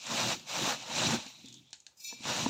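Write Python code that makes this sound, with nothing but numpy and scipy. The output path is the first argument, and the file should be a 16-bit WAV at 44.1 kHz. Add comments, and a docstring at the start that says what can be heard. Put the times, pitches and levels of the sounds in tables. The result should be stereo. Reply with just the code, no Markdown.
"""Dry seeds rattle first: a hand sweeps them across a woven bamboo tray in four strokes, with a pause before the last.
Shaped noise makes the seeds, the scraped weave and the tray's rumble; fading tones make the fingers' drumming.
Short cracks are stray seeds ticking, and a sliding band of hiss is a seed rolling out.
A pinch of seeds dropped into a steel bowl makes its tones ring, with patter and fizz on top.
A small quiet kitchen answers over a faint hush, and two spaced microphones hear it all."""
import sys
import numpy as np
from scipy import signal
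from scipy.fft import rfft, irfft, next_fast_len
from scipy.io import wavfile
from scipy.ndimage import uniform_filter1d, map_coordinates

SR = 44100
rng = np.random.default_rng(int(sys.argv[2]) if len(sys.argv) > 2 else 0)


def level_to_linear(level):
    """Convert decibel levels to linear amplitude factors, elementwise."""
    exponent = np.asarray(level, float) / 20
    return 10 ** exponent


def to_wav(sig):
    """Store sig (one row per channel, or 1-D mono) as 16-bit WAV at the path in sys.argv[1].

    Samples outside -1..1 are clipped; the rate is SR.
    """
    pcm = np.clip(np.atleast_2d(sig), -1, 1) * 32767
    pcm = np.round(pcm).astype(np.int16)
    wavfile.write(sys.argv[1], SR, pcm.T)  # frames by channels


N = 110117  # length in samples
HZ = np.fft.rfftfreq(next_fast_len(N + 8192, True), 1 / SR)  # the pitches at which filters are drawn

# colour of the fizzing treble of many tiny impacts: pitch_hz, relative level_db (per Hz)
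FIZZ_COLOUR = [(9000, -36), (10500, 2), (12000, 11.5), (13000, 1.5), (15500, 10.5), (16000, -25)]


def unit(x):
    """Scales a sound to an average (rms) level of one."""
    return x / np.sqrt(np.mean(x ** 2) + 1e-20)


def along(points, hz=HZ):
    """Joins (Hz, value) points with straight lines on a log pitch axis."""
    point_hz, value = np.transpose(points)
    return np.interp(np.log(hz + 1), np.log(point_hz + 1), value)


def curves(rows, outside=None):
    """Draws one smooth-running curve, a value per sample, for each column after the time."""
    time_s, *columns = np.transpose(rows)
    t = np.arange(N) / SR
    return [np.interp(t, time_s, column, outside, outside) for column in columns]


def lift(peaks):
    """Adds up the dB that resonances give, from rows of (Hz, width Hz, dB)."""
    return sum(db / (1 + ((HZ - hz) / width * 2) ** 2) for hz, width, db in peaks)


def filtered(x, response):
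    """Multiplies the spectrum of a sound by a response drawn over HZ."""
    size = 2 * len(HZ) - 2
    return irfft(rfft(x, size) * response, size)[..., :N]


def causal(db):
    """Makes a filter with this gain that never sounds before its input (minimum phase)."""
    cepstrum = irfft(np.log(level_to_linear(db) + 1e-6))
    cepstrum[1:len(HZ) - 1] *= 2
    cepstrum[len(HZ):] = 0
    return np.exp(rfft(cepstrum))


def wobble(rate):
    """Draws a smooth random curve through a given number of random points a second."""
    points = rng.standard_normal(int(N * rate / SR) + 4)
    return map_coordinates(points, [np.arange(N) * rate / SR])


def contacts(rate, spread_db, smooth):
    """Makes two streams of tiny impacts (rate a second) of scattered size, over some smooth noise."""
    hit = rng.random((2, N)) < rate / SR
    size = level_to_linear(spread_db * rng.standard_normal((2, N))) * rng.standard_normal((2, N))
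    return unit(hit * size) + smooth * rng.standard_normal((2, N))


def patchy(pair, depth_db):
    """Makes a sound uneven with random patches of gain over time and pitch."""
    z = signal.stft(pair, nperseg=256)[2]
    field = uniform_filter1d(rng.standard_normal(z.shape[1:]), size=4, axis=0)
    field = uniform_filter1d(field, size=5, axis=1)
    return signal.istft(z * level_to_linear(depth_db * unit(field)), nperseg=256)[1][:, :N]


def spread(pair, db):
    """Colours two streams and mixes them so low notes are alike left and right, high ones nearly separate."""
    # likeness of the two spaced microphones: pitch_hz, likeness (1 = the same)
    likeness = [(60, 1), (250, 0.93), (600, 0.68), (1200, 0.072), (3000, 0.05)]
    turn = np.arccos(np.clip(along(likeness), -1, 1)) / 2
    mid, side = filtered(pair, causal(db) * [np.cos(turn), np.sin(turn)])
    return unit(np.array([mid + side, mid - side]))


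def sweeps():
    """Tiny impacts rattle as seeds, fingers scrape the strands and the whole tray rumbles under each stroke."""
    # the strokes, in groups of rows, as levels before the trims below:
    # time_s, seed_rattle_db, weave_scrape_db, tray_rumble_db, top_treble_db
    strokes = [
        [(0.0, -50, -65, -73, -74), (0.112, -38, -40.5, -42, -60.5), (0.21, -32.5, -36, -40, -55),
         (0.332, -35.5, -40.5, -37.5, -57), (0.4, -53.5, -64, -57.5, -71), (0.455, -55.5, -64, -59, -77),
         (0.495, -40.5, -43, -56.5, -62), (0.63, -33.5, -39, -36.5, -52)],
        [(0.66, -32, -37, -45.5, -55), (0.71, -33, -33.5, -45, -50.5), (0.8, -47.5, -56, -54.5, -74),
         (0.856, -47.5, -52, -57, -72), (0.986, -33, -39, -36.5, -59), (1.144, -33.5, -35, -31.5, -82),
         (1.194, -45.5, -50, -44.5, -76), (1.3, -52, -63, -75, -67.5)],
        [(2.17, -62, -73.5, -67, -75), (2.222, -50, -64.5, -59, -78), (2.262, -40, -43.5, -46, -64),
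         (2.306, -35, -38.5, -42.5, -56.5), (2.444, -36.5, -41.5, -41.5, -60), (2.46, -38.5, -44.5, -49.5, -66),
         (2.497, -40.5, -44.5, -33, -66)],
    ]
    # the same columns, as seeds roll to rest
    settling = [(1.33, -58, -66, -65, -76), (1.416, -57, -71.5, -64.5, -76),
                (1.548, -65.5, -78.5, -58.5, -82), (1.766, -74, -84.5, -86, -103),
                (1.96, -77, -80, -81, -85), (2.12, -56.5, -74.5, -77, -91)]
    # colour of the seeds: pitch_hz, relative level_db (per Hz)
    seed_colour = [(1350, -41.5), (2300, -2.5), (2610, -1), (3210, -4.5), (3900, -2.5), (4690, -5.5),
                   (7020, -5), (9500, -24), (12400, -77), (20900, -120)]
    # colour of the scraped weave: pitch_hz, relative level_db (per Hz)
    weave_colour = [(300, -35), (500, 0), (900, 2.5), (1300, 0), (2000, -3.5), (2600, -32.5)]
    # colour of the tray's rumble: pitch_hz, relative level_db (per Hz)
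    rumble_colour = [(25, -31), (60, -25), (120, -6), (170, -3.5), (280, -9), (380, -12), (600, -38.5)]
    # colour of the near space: pitch_hz, width_hz, lift_db
    near_space = [(2400, 230, -0.5), (3900, 610, 4.5), (5845, 290, 4.5), (7230, 170, 2)]
    # tray resonances: pitch_hz, width_hz, lift_db
    tray_resonances = [(138.4, 43, 2), (172.2, 3.7, 2.5), (233, 6.4, 13.5), (293.6, 65, 4), (360, 13, 4),
                       (760, 15, 1), (904, 110, 2)]

    seed_db, weave_db, rumble_db, top_db = curves(sorted(sum(strokes, settling)))
    bumps = wobble(29.5)  # shared by seeds, treble and weave

    rattle = contacts(6000, spread_db=1.5, smooth=1.0)
    strays = contacts(280, spread_db=2.5, smooth=0)
    grains = patchy(rattle + level_to_linear(-10) * strays, depth_db=1.5)
    seeds = spread(grains, along(seed_colour) + lift(near_space))
    top = spread(grains, along(FIZZ_COLOUR))

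    scrape = patchy(contacts(1500, spread_db=0, smooth=1.0), depth_db=1.0)
    weave = spread(scrape, along(weave_colour) + lift(tray_resonances))
    rumble = spread(rng.standard_normal((2, N)), along(rumble_colour) + lift(tray_resonances))

    bright = level_to_linear(0.86 * bumps) * (level_to_linear(seed_db + 3.5) * seeds + level_to_linear(top_db + 1.0) * top)
    weave_gain = level_to_linear(weave_db + 2.5 + 0.82 * bumps + 1.28 * wobble(45.12))
    rumble_gain = level_to_linear(rumble_db - 2.0 + 2 * wobble(24.86))
    return bright + weave_gain * weave + rumble_gain * rumble


def taps():
    """Soft blows, mostly fingers, ring the tray's own tones; the hand damps them more or less."""
    # the blows: start_s, relative level_db, brightness in dB an octave, share of the free ring time
    blows = [(0.105, -28, 10, 0.31), (.673, -26.5, 8, 0.68), (1.261, -41.5, 5.5, 0.68), (1.442, -41, -5, 1),
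             (2.111, -60, 13.5, 0.97), (2.125, -43.5, 11.5, 0.8), (2.205, -36, 6, 0.27),
             (2.254, -31, 13.5, 0.3), (2.461, -18.5, 9, 0.5)]
    # tones of the tray: pitch_hz, relative level_db, free ring time_s (to fall 60 dB)
    tray_tones = [(125.7, -16.5, 0.83), (224.7, -3.5, 0.19), (262.3, -1, 0.14), (470, -14, 0.083),
                  (691, -18.5, 0.057), (916, -12.5, 0.03), (1733, -37.5, 0.042)]
    level_db, scatter_db, attack_cycles = -3, 2, 0.68

    out, t = np.zeros(N + SR), np.arange(SR // 2) / SR
    for start_s, blow_db, bright_db, share in blows:
        ring = 0
        for hz, tone_db, ring_s in tray_tones:
            start_db = tone_db + bright_db * np.log2(hz / 250) + rng.normal(0, scatter_db)
            fade = level_to_linear(start_db - 60 * t / ring_s / max(share, .05))
            onset = 1 - np.exp(-t * hz / attack_cycles)
            ring = ring + fade * np.sin(2 * np.pi * hz * t) * onset
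        out[round(start_s * SR):][:len(t)] += level_to_linear(blow_db + level_db) * ring
    return out[:N]


def bowl():
    """Seeds rain on steel: each tone gathers energy from the rain and lets it die, under patter and fizz."""
    # the pour, before the trims below: time_s, drive of the ring_db, patter_db, fizz_db
    pour = [(1.96, -110, -102, -101), (1.972, -100, -60, -69), (1.994, -72, -59, -69),
            (2.004, -51.5, -49.5, -62), (2.03, -77, -54.5, -58), (2.046, -45, -44, -54.5),
            (2.062, -60, -51, -52), (2.074, -44.5, -43, -57), (2.114, -57, -58, -61), (2.14, -68, -54, -68),
            (2.202, -80, -69, -97), (2.24, -90, -79, -75)]
    # tones of the bowl: pitch_hz, level_db (only differences count)
    bowl_tones = [(2320, -49), (2363, -52), (2627, -55), (3435, -58), (3784, -56.5), (4290, -49.5),
                  (4764, -62), (4980, -59), (5556, -55), (6024, -51), (6557, -71), (6982, -58),
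                  (7058, -53.5), (7327, -62), (7876, -78), (8172, -74)]
    # colour of the patter: pitch_hz, relative level_db (per Hz)
    patter_colour = [(2600, -45), (3900, -2), (5200, 5), (7200, 8.5), (8500, 1), (9200, -12.5)]
    lowest_ring_s, damping = 0.5, 0.7  # ring time falls as pitch to the power of damping
    skew, wander = 0.8, 0.8  # radians of phase scatter between microphones, and over time
    flutter_db = 2.5

    ring_db, patter_db, fizz_db = curves(pour, -140)
    t, ring = np.arange(N) / SR, 0
    loudest = max(db for hz, db in bowl_tones)
    for hz, db in bowl_tones:
        ring_s = lowest_ring_s * (bowl_tones[0][0] / hz) ** damping
        keep = level_to_linear(-2 * 60 / (ring_s * SR))  # share of energy kept each sample
        rain = level_to_linear(2.03 * (ring_db + 2.1 * wobble(60)))
        energy = signal.lfilter([1 - keep], [1, -keep], rain)
        level = level_to_linear(db - loudest + flutter_db * wobble(70)) * np.sqrt(energy)
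        phase = wander * wobble(60) + rng.uniform(0, 2 * np.pi) + rng.normal(0, skew, (2, 1))
        ring = ring + level * np.sin(2 * np.pi * hz * t + phase)

    # many small tones: random bumps along pitch, in dB
    small = uniform_filter1d(rng.standard_normal(len(HZ)), size=70)
    small = 7 * unit(uniform_filter1d(small, size=70))
    patter = spread(contacts(5200, 2.8, smooth=0.8), along(patter_colour) + small)
    fizz = spread(contacts(3000, 3.4, smooth=0.91), along(FIZZ_COLOUR))
    return level_to_linear(6.5) * ring + level_to_linear(patter_db + 2.0) * patter + level_to_linear(fizz_db) * fizz


def ticks():
    """A single seed lands: a crack and a short rattle, with its own share of body and treble."""
    # the landings: start_s, relative level_db, treble_db and body_db against the middle
    landings = [(0.067, -20.5, 2.5, 4), (0.396, -29, -1, -8), (1.2645, -25, -3, 5), (1.459, -34, 5, -15),
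                (1.485, -29, 0.5, -13), (1.5262, -34, 4, -28), (1.542, -35.5, 9.5, -18),
                (1.706, -46, 9, -10), (1.7299, -21.5, 0, 3), (1.741, -31.5, -14, 3), (1.802, -47, 15, -8),
                (1.8656, -26, -1.5, -0.5)]
    # colour of a landing: pitch_hz, relative level_db
    tick_colour = [(600, -19), (850, -5.5), (1150, -29), (1600, -4), (2200, -10.5), (4200, 6.5),
                   (5300, -0.5), (6900, 2.5), (9000, -18), (16000, -47)]
    level_db, rattle_db, rattle_s = 6.5, -13, 0.022  # rattle_s: time to fall 60 dB

    bands, t = np.zeros((3, 2, N)), np.arange(2000) / SR  # body, middle, treble
    for start_s, db, treble_db, body_db in landings:
        rattle = rng.standard_normal((2, len(t))) * level_to_linear(rattle_db - 60 * t / rattle_s)
        crack = rattle + (t == 0)
        shares = level_to_linear([[[body_db]], [[0]], [[treble_db]]])
        bands[:, :, round(start_s * SR):][..., :len(t)] += crack * level_to_linear(db + level_db) * shares

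    low = 1 / (1 + (HZ / 2200) ** 6)
    high = 1 / (1 + (5300 / (HZ + 1)) ** 6)
    out = 0
    for band, share in zip(bands, [low, 1 - low - high, high]):
        share_db = 20 * np.log10(abs(share) + 1e-4)
        out = out + filtered(band, causal(along(tick_colour) + share_db))
    return out


def roll():
    """A band of hiss slides in pitch as a seed rolls out: slow noise carried by a gliding tone."""
    # the rolling seed: time_s, pitch_hz, level_db
    path = [(1.2, 4030, -54), (1.43, 3950, -59.5), (1.48, 3660, -52.5), (1.57, 3470, -57.5),
            (1.63, 3450, -70), (1.72, 3590, -64), (1.8, 3600, -83)]
    hz, db = curves(path, -140)
    slow = filtered(rng.standard_normal((2, 2, N)), np.exp(-(HZ / 480) ** 2))
    turn = 2 * np.pi * np.cumsum(hz) / SR
    hiss = unit(slow[0] * np.cos(turn) + slow[1] * np.sin(turn))
    return level_to_linear(db + 2.0 * wobble(38.97)) * hiss


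def kitchen(x):
    """The room answers with fading noise in which each pitch dies at its own speed."""
    # how long the room rings: pitch_hz, time_s to fall 60 dB
    fade_times = [(200, 0.25), (2000, 0.19), (5000, 0.22), (10000, 0.38)]
    hz, t, z = signal.stft(rng.standard_normal((2, SR // 2)), SR, nperseg=256)
    fade = level_to_linear(-60 * t / along(fade_times, hz)[:, None])
    tail = signal.istft(z * fade, SR, nperseg=256)[1]
    return signal.fftconvolve(x, tail / np.linalg.norm(tail[0]), axes=1)[:, :N]


def hush():
    """A faint steady background, made of coloured noise."""
    # colour of the hush: pitch_hz, relative level_db (per Hz)
    hush_colour = [(18, -54), (30, -22), (59, 11), (740, -5.5), (1070, -18), (1160, -45), (16000, -16)]
    return level_to_linear(-80) * spread(rng.standard_normal((2, N)), along(hush_colour))


def scene():
    """Adds all the sources; the room answers the ticks and, more softly, the taps."""
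    seeds, blows = ticks(), taps()
    answer = level_to_linear(-5) * kitchen(seeds + level_to_linear(-7.5) * blows)
    return sweeps() + roll() + bowl() + seeds + blows + answer + hush()


def roll_off(x):
    """The treble ends steeply here."""
    return signal.sosfilt(signal.butter(12, 15850, fs=SR, output="sos"), x)


def record(dry):
    """The two microphones differ in colour, and the left one hears slightly later."""
    # colour difference: pitch_hz, left over right level_db
    left_over_right = [(100, 0), (400, 2), (800, -0.5), (2500, 5.5), (5500, -2), (9000, 0), (14000, -3.5)]
    lag_s = 0.0001
    side = np.array([[.5], [-.5]])  # half the difference to each microphone
    colour = level_to_linear(along(left_over_right) * side)
    delay = np.exp(-2j * np.pi * HZ * lag_s * side)
    mix = filtered(dry, colour * delay)
    return roll_off(mix)


dry = scene()
out = record(dry)
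to_wav(out)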